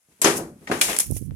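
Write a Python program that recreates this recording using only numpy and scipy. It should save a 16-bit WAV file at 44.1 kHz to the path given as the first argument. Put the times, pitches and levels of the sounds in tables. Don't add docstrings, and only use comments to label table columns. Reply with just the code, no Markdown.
import sys
import numpy as np
from scipy import signal
from scipy.io import wavfile
from scipy.ndimage import uniform_filter1d

SR = 44100
rng = np.random.default_rng(int(sys.argv[2]) if len(sys.argv) > 2 else 0)


def store_wav(level_fs):
    pcm = np.round(np.clip(np.atleast_2d(level_fs), -1, 1) * 32767)
    wavfile.write(sys.argv[1], SR, pcm.T.astype(np.int16))


N = 59535
T = np.arange(N) / SR
EDGES_HZ = np.geomspace(28, 17000, 33)
CENTRES_HZ = np.sqrt(EDGES_HZ[1:] * EDGES_HZ[:-1])
# (frequency [Hz], left minus right [dB])
PORT_BALANCE = [(60, 0.5), (500, 0.5), (800, 1), (1300, 7), (2400, 8), (4400, 6), (6800, 7), (9000, 6.5),
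                (11500, -22.5), (15000, -14.5)]


def from_db(db):
    return 10 ** (np.asarray(db) / 20)


def in_time(rows):
    return np.interp(T, *np.transpose(rows))


def at_hz(rows, hz):
    freqs, values = np.transpose(rows)
    return np.interp(np.log(hz), np.log(freqs), values)


def pan(db):
    gains = from_db(np.array([[.5], [-.5]]) * db)
    return gains / np.sqrt(np.mean(gains ** 2, axis=0))


def filtered(x, order, hz, kind):
    return signal.sosfilt(signal.butter(order, hz, kind, fs=SR, output="sos"), x)


def noise_bands(in_room=True):
    # (frequency [Hz], likeness [0 to 1])
    likeness = [(50, .95), (300, 0.97), (600, 0.86), (1200, 0), (3000, 0.14), (15000, 0)]
    white, bands = rng.standard_normal((2, 2, N + 8000)), []
    for k, hz in enumerate(CENTRES_HZ):
        band = filtered(white[k % 2], 2, EDGES_HZ[k:k + 2], "band")[:, -N:]
        band = band / band.std(axis=1, keepdims=True)
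        if in_room:
            alike = at_hz(likeness, hz)
            shared = np.sqrt((1 + alike) / 2) * band[0]
            opposed = np.sqrt((1 - alike) / 2) * band[1] * [[1], [-1]]
            band = (shared + opposed) * pan(at_hz(PORT_BALANCE, hz))
        bands.append(band)
    return np.array(bands)


def band_gains(tone):
    gains = from_db(at_hz(tone, CENTRES_HZ)) * np.sqrt(CENTRES_HZ)
    return gains / np.linalg.norm(gains)


def mix(bands, gains):
    return np.tensordot(gains, bands, axes=1)


def dull(hz):
    return 1 / np.sqrt(1 + (CENTRES_HZ / hz) ** 4)


def burst(start, rise_s, decay_s):
    age = np.maximum(T - start, 0)
    return (1 - np.exp(-age / rise_s)) * np.exp(-age / decay_s)


def hiss(bands):
    # (frequency [Hz], relative level [dB])
    tone = [(30, -8.5), (100, -6), (220, 4), (400, -5), (700, -0.5), (2300, 1), (4200, -5), (7000, -2.5),
            (11000, 1.5), (16000, -18)]
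    # (time [s], level [dB])
    level = [(0, -72), (.2, -61), (.5, -72), (.65, -55), (1.0, -75.5), (1.35, -62.5)]
    return mix(bands, band_gains(tone)) * from_db(in_time(level))


def room_boom(bands):
    # (frequency [Hz], relative level [dB])
    tone = [(28, -18), (48, -10.5), (80, 2), (115, -10.5), (170, -4.5), (400, -51)]
    # (time [s], level [dB])
    level = [(.06, -87), (.125, -67), (.18, -90), (.27, -55.5), (.40, -43.5), (.60, -61.5), (.68, -56),
             (.76, -44.5), (.81, -63), (.86, -50), (.90, -54), (1.03, -59), (1.12, -88.5)]
    return mix(bands, band_gains(tone)) * from_db(in_time(level))


def room_echo(bands, hits, build_s=0.0069):
    # (frequency [Hz], time to fade 60 dB [s])
    fade_times = [(60, 0.56), (200, 0.81), (450, 0.34), (1000, 0.36), (3000, 0.29), (8000, 0.35),
                  (15000, 0.43)]
    out, build = 0, np.exp(-1 / (build_s * SR))
    for k, fade_s in enumerate(at_hz(fade_times, CENTRES_HZ)):
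        energy = np.full(N, 1e-18)
        for start, gains in hits:
            energy[int(start * SR)] += gains[k] ** 2
        kept = from_db(-60 / (fade_s * SR)) ** 2
        energy = signal.lfilter([1 - build], np.convolve([1, -kept], [1, -build]), energy)
        out = out + bands[k] * np.sqrt(energy)
    return out


def finger(even_s=0.027):
    # (frequency [Hz], relative level [dB])
    tone = [(25, -19.5), (45, 3.5), (85, 3.5), (160, -2.5), (300, -16.5), (550, -38.5), (900, -55),
            (4000, -76), (16000, -75)]
    # (time [s], level [dB])
    left_level = [(1.05, -110), (1.14, -82), (1.17, -64.5), (1.21, -60.5), (1.27, -80.5), (1.325, -29),
                  (1.35, -64)]
    right_level = [(1.0, -110), (1.035, -59), (1.05, -42), (1.085, -32), (1.12, -19.5), (1.19, -32),
                   (1.23, -32.5), (1.29, -27), (1.35, -32)]
    # (time [s], peak before filtering [dB], width [s])
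    bumps = [(1.106, -9.5, 0.00059), (1.122, -16.5, 0.00038), (1.129, -21, 0.0012), (1.150, -16, 0.00097),
             (1.1653, -19, 0.00042), (1.215, -16.5, 0.00078), (1.225, -15, 0.00069), (1.241, -16.5, 0.0019),
             (1.3197, -23.5, 0.00054)]
    rumble = mix(noise_bands(in_room=False), band_gains(tone))
    rumble /= np.sqrt(uniform_filter1d(rumble ** 2, int(even_s * SR)) + 1e-9)
    out = filtered(rumble, 4, 480, "low") * from_db([in_time(left_level), in_time(right_level)])
    pushes = 0
    for time, db, width in bumps:
        pushes -= from_db(db) * np.exp(-np.minimum(((T - time) / width) ** 2 / 2, 40))
    out[1] += filtered(pushes, 1, 70, "high")
    tick = np.full(N, 1e-18)
    tick[int(1.3095 * SR)] = from_db(-13)
    out[0] += filtered(tick, 2, 1800, "low")
    return out


def crackle(snaps_per_s=240, decay_s=0.001):
    snapping = rng.random(N) < snaps_per_s / SR
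    snaps = snapping * from_db(-6 + 3 * np.minimum(rng.exponential(1, N), 4))
    grain = 1 + signal.lfilter([1], [1, -np.exp(-1 / (decay_s * SR))], snaps + 1e-18)
    return grain / np.sqrt(np.mean(grain ** 2))


def scrape_and_rustle(bands):
    # (frequency [Hz], relative level [dB])
    scrape_tone = [(40, -8.5), (100, -11.5), (300, 0), (700, -4), (1300, -7.5), (2300, -4), (4000, -11),
                   (8000, -18), (16000, -29.5)]
    rustle_tone = [(200, -30.5), (1200, -29), (2400, -12), (4400, -19), (6000, 0), (8500, -1), (11000, 8.5),
                   (13000, -2.5), (16000, -14.5)]
    # (time [s], level [dB])
    scrape_level = [(.07, -100), (.125, -60), (.17, -98.5), (.68, -84), (.76, -40), (.81, -45.5),
                    (.86, -44), (.90, -24.5), (.97, -36.5), (1.005, -42), (1.06, -65), (1.12, -104),
                    (1.175, -52.5), (1.21, -86)]
    rustle_level = [(.05, -69), (.12, -65.5), (.17, -68.5), (.33, -55), (.372, -25), (.41, -41), (.48, -71),
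                    (.66, -80), (.73, -41), (.80, -39), (.89, -30.5), (.95, -33.5), (.98, -33), (1.01, -26),
                    (1.09, -43.5), (1.145, -39.5), (1.175, -32.5), (1.205, -50.5), (1.26, -52),
                    (1.31, -71.5)]
    # (time [s], added left minus right [dB])
    drift = [(1.0, 7.5), (1.1, -2), (1.25, -3)]
    scrape = mix(bands, band_gains(scrape_tone)) * from_db(in_time(scrape_level))
    rustle = mix(bands, band_gains(rustle_tone)) * from_db(in_time(rustle_level))
    return (scrape + rustle * pan(in_time(drift))) * crackle()


def knocks(direct_bands, echo_bands, echo_db=-7):
    # (time [s], level [dB], decay [s], dull above [Hz], added ring level [dB])
    blows = [(0.086, -41, 0.021, 171, -9), (.194, -38, 0.045, 190, -13), (.218, -29.5, 0.044, 910, -0.5),
             (0.2454, -11, 0.0067, 5850, 2), (.258, -13, 0.0066, 1560, 0), (.272, -13, .008, 2540, -7.5),
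             (.2845, -26.5, 0.0072, 982, 8), (.346, -21, .006, 707, -11), (0.386, -21.5, 0.046, 463, 2.5),
             (0.407, -34.5, 0.013, 600, 8.5), (0.504, -59, 0.024, 280, -7.5),
             (0.617, -33.5, 0.028, 241, -8), (0.673, -34, 0.022, 1500, -4.5),
             (0.699, -13, 0.0082, 486, -10), (0.7139, -17, 0.015, 3100, -4.5),
             (.740, -25, .007, 2000, -2.5), (.882, -24.5, 0.02, 1495, -12)]
    # (frequency [Hz], relative level [dB])
    tone = [(30, -42.5), (70, -25.5), (150, -7), (260, -6), (380, -0.5), (520, -4.5), (800, -5.5),
            (1500, -5.5), (3000, -11), (6500, -15), (11000, -23), (16000, -36.5)]
    # (frequency [Hz], relative level [dB], time to fade 60 dB [s])
    panel_notes = [(231.4, -19.5, 0.17), (269, -12, 0.17), (329.5, -5.5, 0.27), (400.3, -3.5, 0.41),
                   (480, -20.5, 0.66), (579, -17.5, 0.48), (701, -13.5, .35), (765, -20, 0.39),
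                   (1026, -20.5, 0.24), (1173, -15, 0.28), (1537, -8, 0.2), (1886, -8.5, .25)]
    out, hits = 0, []
    for start, db, decay_s, top_hz, _ in blows:
        gains = from_db(db) * band_gains(tone) * dull(top_hz)
        out = out + mix(direct_bands, gains) * burst(start, 0.00033, decay_s)
        hits.append((start, gains * from_db(echo_db)))
    starts, blow_db, _, tops_hz, ring_db = np.transpose(blows)
    for hz, note_db, fade_s in panel_notes:
        strength = from_db(blow_db + ring_db + note_db + rng.normal(0, 1, len(starts)))
        kicks = np.full(N, 1e-18)
        kicks[(starts * SR).astype(int)] = strength / np.hypot(1, (hz / tops_hz) ** 2)
        kept, angle = from_db(-60 / (fade_s * SR)), 2 * np.pi * hz / SR
        ring = signal.lfilter([0, np.sin(angle) / 2], [1, -2 * kept * np.cos(angle), kept ** 2], kicks)
        out = out + ring * pan(at_hz(PORT_BALANCE, hz))
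    return filtered(out + room_echo(echo_bands, hits), 2, 140, "high")


def clacks(direct_bands, echo_bands):
    # (time [s], level [dB], decay [s], first ring [Hz], second ring [Hz], ring boost [dB],
    # dull above [Hz], added left minus right [dB], relative echo level [dB])
    contacts = [(0.2159, -18.5, 0.0072, 8050, 11300, 17.5, 14260, 3.5, -1),
                (0.2439, -12.5, 0.0039, 6380, 6390, 14.5, 6920, 6, 0.5),
                (.672, -36, 0.0071, 1850, 1870, 25, 4650, 0.5, 2.5),
                (0.7123, -30, 0.024, 1900, 3300, 5, 9500, -24, -1.5),
                (0.8122, -7, 0.0084, 2400, 3370, 11, 12900, 1, -9),
                (0.964, -18, 0.0043, 7140, 10100, 7, 14000, 2, -37),
                (0.9871, -9.5, 0.0015, 10360, 15000, 17, 19900, 0.5, -26.5),
                (0.9966, -22, 0.014, 10350, 10950, 15.5, 14670, 8.5, -38),
                (1.0015, -21.5, .002, 7800, 10900, 24, 14800, -1, -42),
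                (1.111, -33, 0.0011, 9900, 11460, 26, 16450, -10, -37),
                (1.15, -52, 0.0026, 8960, 11100, 14, 16000, -14, -19.5)]
    # (frequency [Hz], relative level [dB])
    tone = [(100, -31.5), (600, -7), (1300, -6), (2500, -1), (4200, -4.5), (6500, 0.5), (9000, -1),
            (11300, 3), (13000, -9), (16000, -25.5)]
    out, hits = 0, []
    for start, db, decay_s, *rings_hz, ring_db, top_hz, pan_db, echo_db in contacts:
        gains = from_db(db) * band_gains(tone) * dull(top_hz)
        crack = mix(direct_bands, gains) * burst(start, .0008, decay_s) + 1e-18
        ring = sum(signal.lfilter(*signal.iirpeak(hz, Q=13.3, fs=SR), crack) for hz in rings_hz)
        out = out + (crack + (from_db(ring_db) - 1) * ring) * pan(pan_db)
        hits.append((start, gains * from_db(echo_db)))
    return out + room_echo(echo_bands, hits)


def scene():
    near, far, steady = noise_bands(), noise_bands(), noise_bands()
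    wood = knocks(near, far)
    catch = clacks(far[..., ::-1], near[..., ::-1])
    left, right = wood + catch + scrape_and_rustle(steady)
    left = np.roll(left, round(.00014 * SR))
    return np.array([left, right]) + room_boom(steady[..., ::-1]) + finger() + hiss(near)


def record(dry):
    clipped = np.clip(filtered(dry, 2, 30, "high"), -.95, .95)
    return signal.sosfilt(signal.ellip(10, .2, 70, 16300, fs=SR, output="sos"), clipped)


dry = scene()
out = record(dry)
store_wav(out)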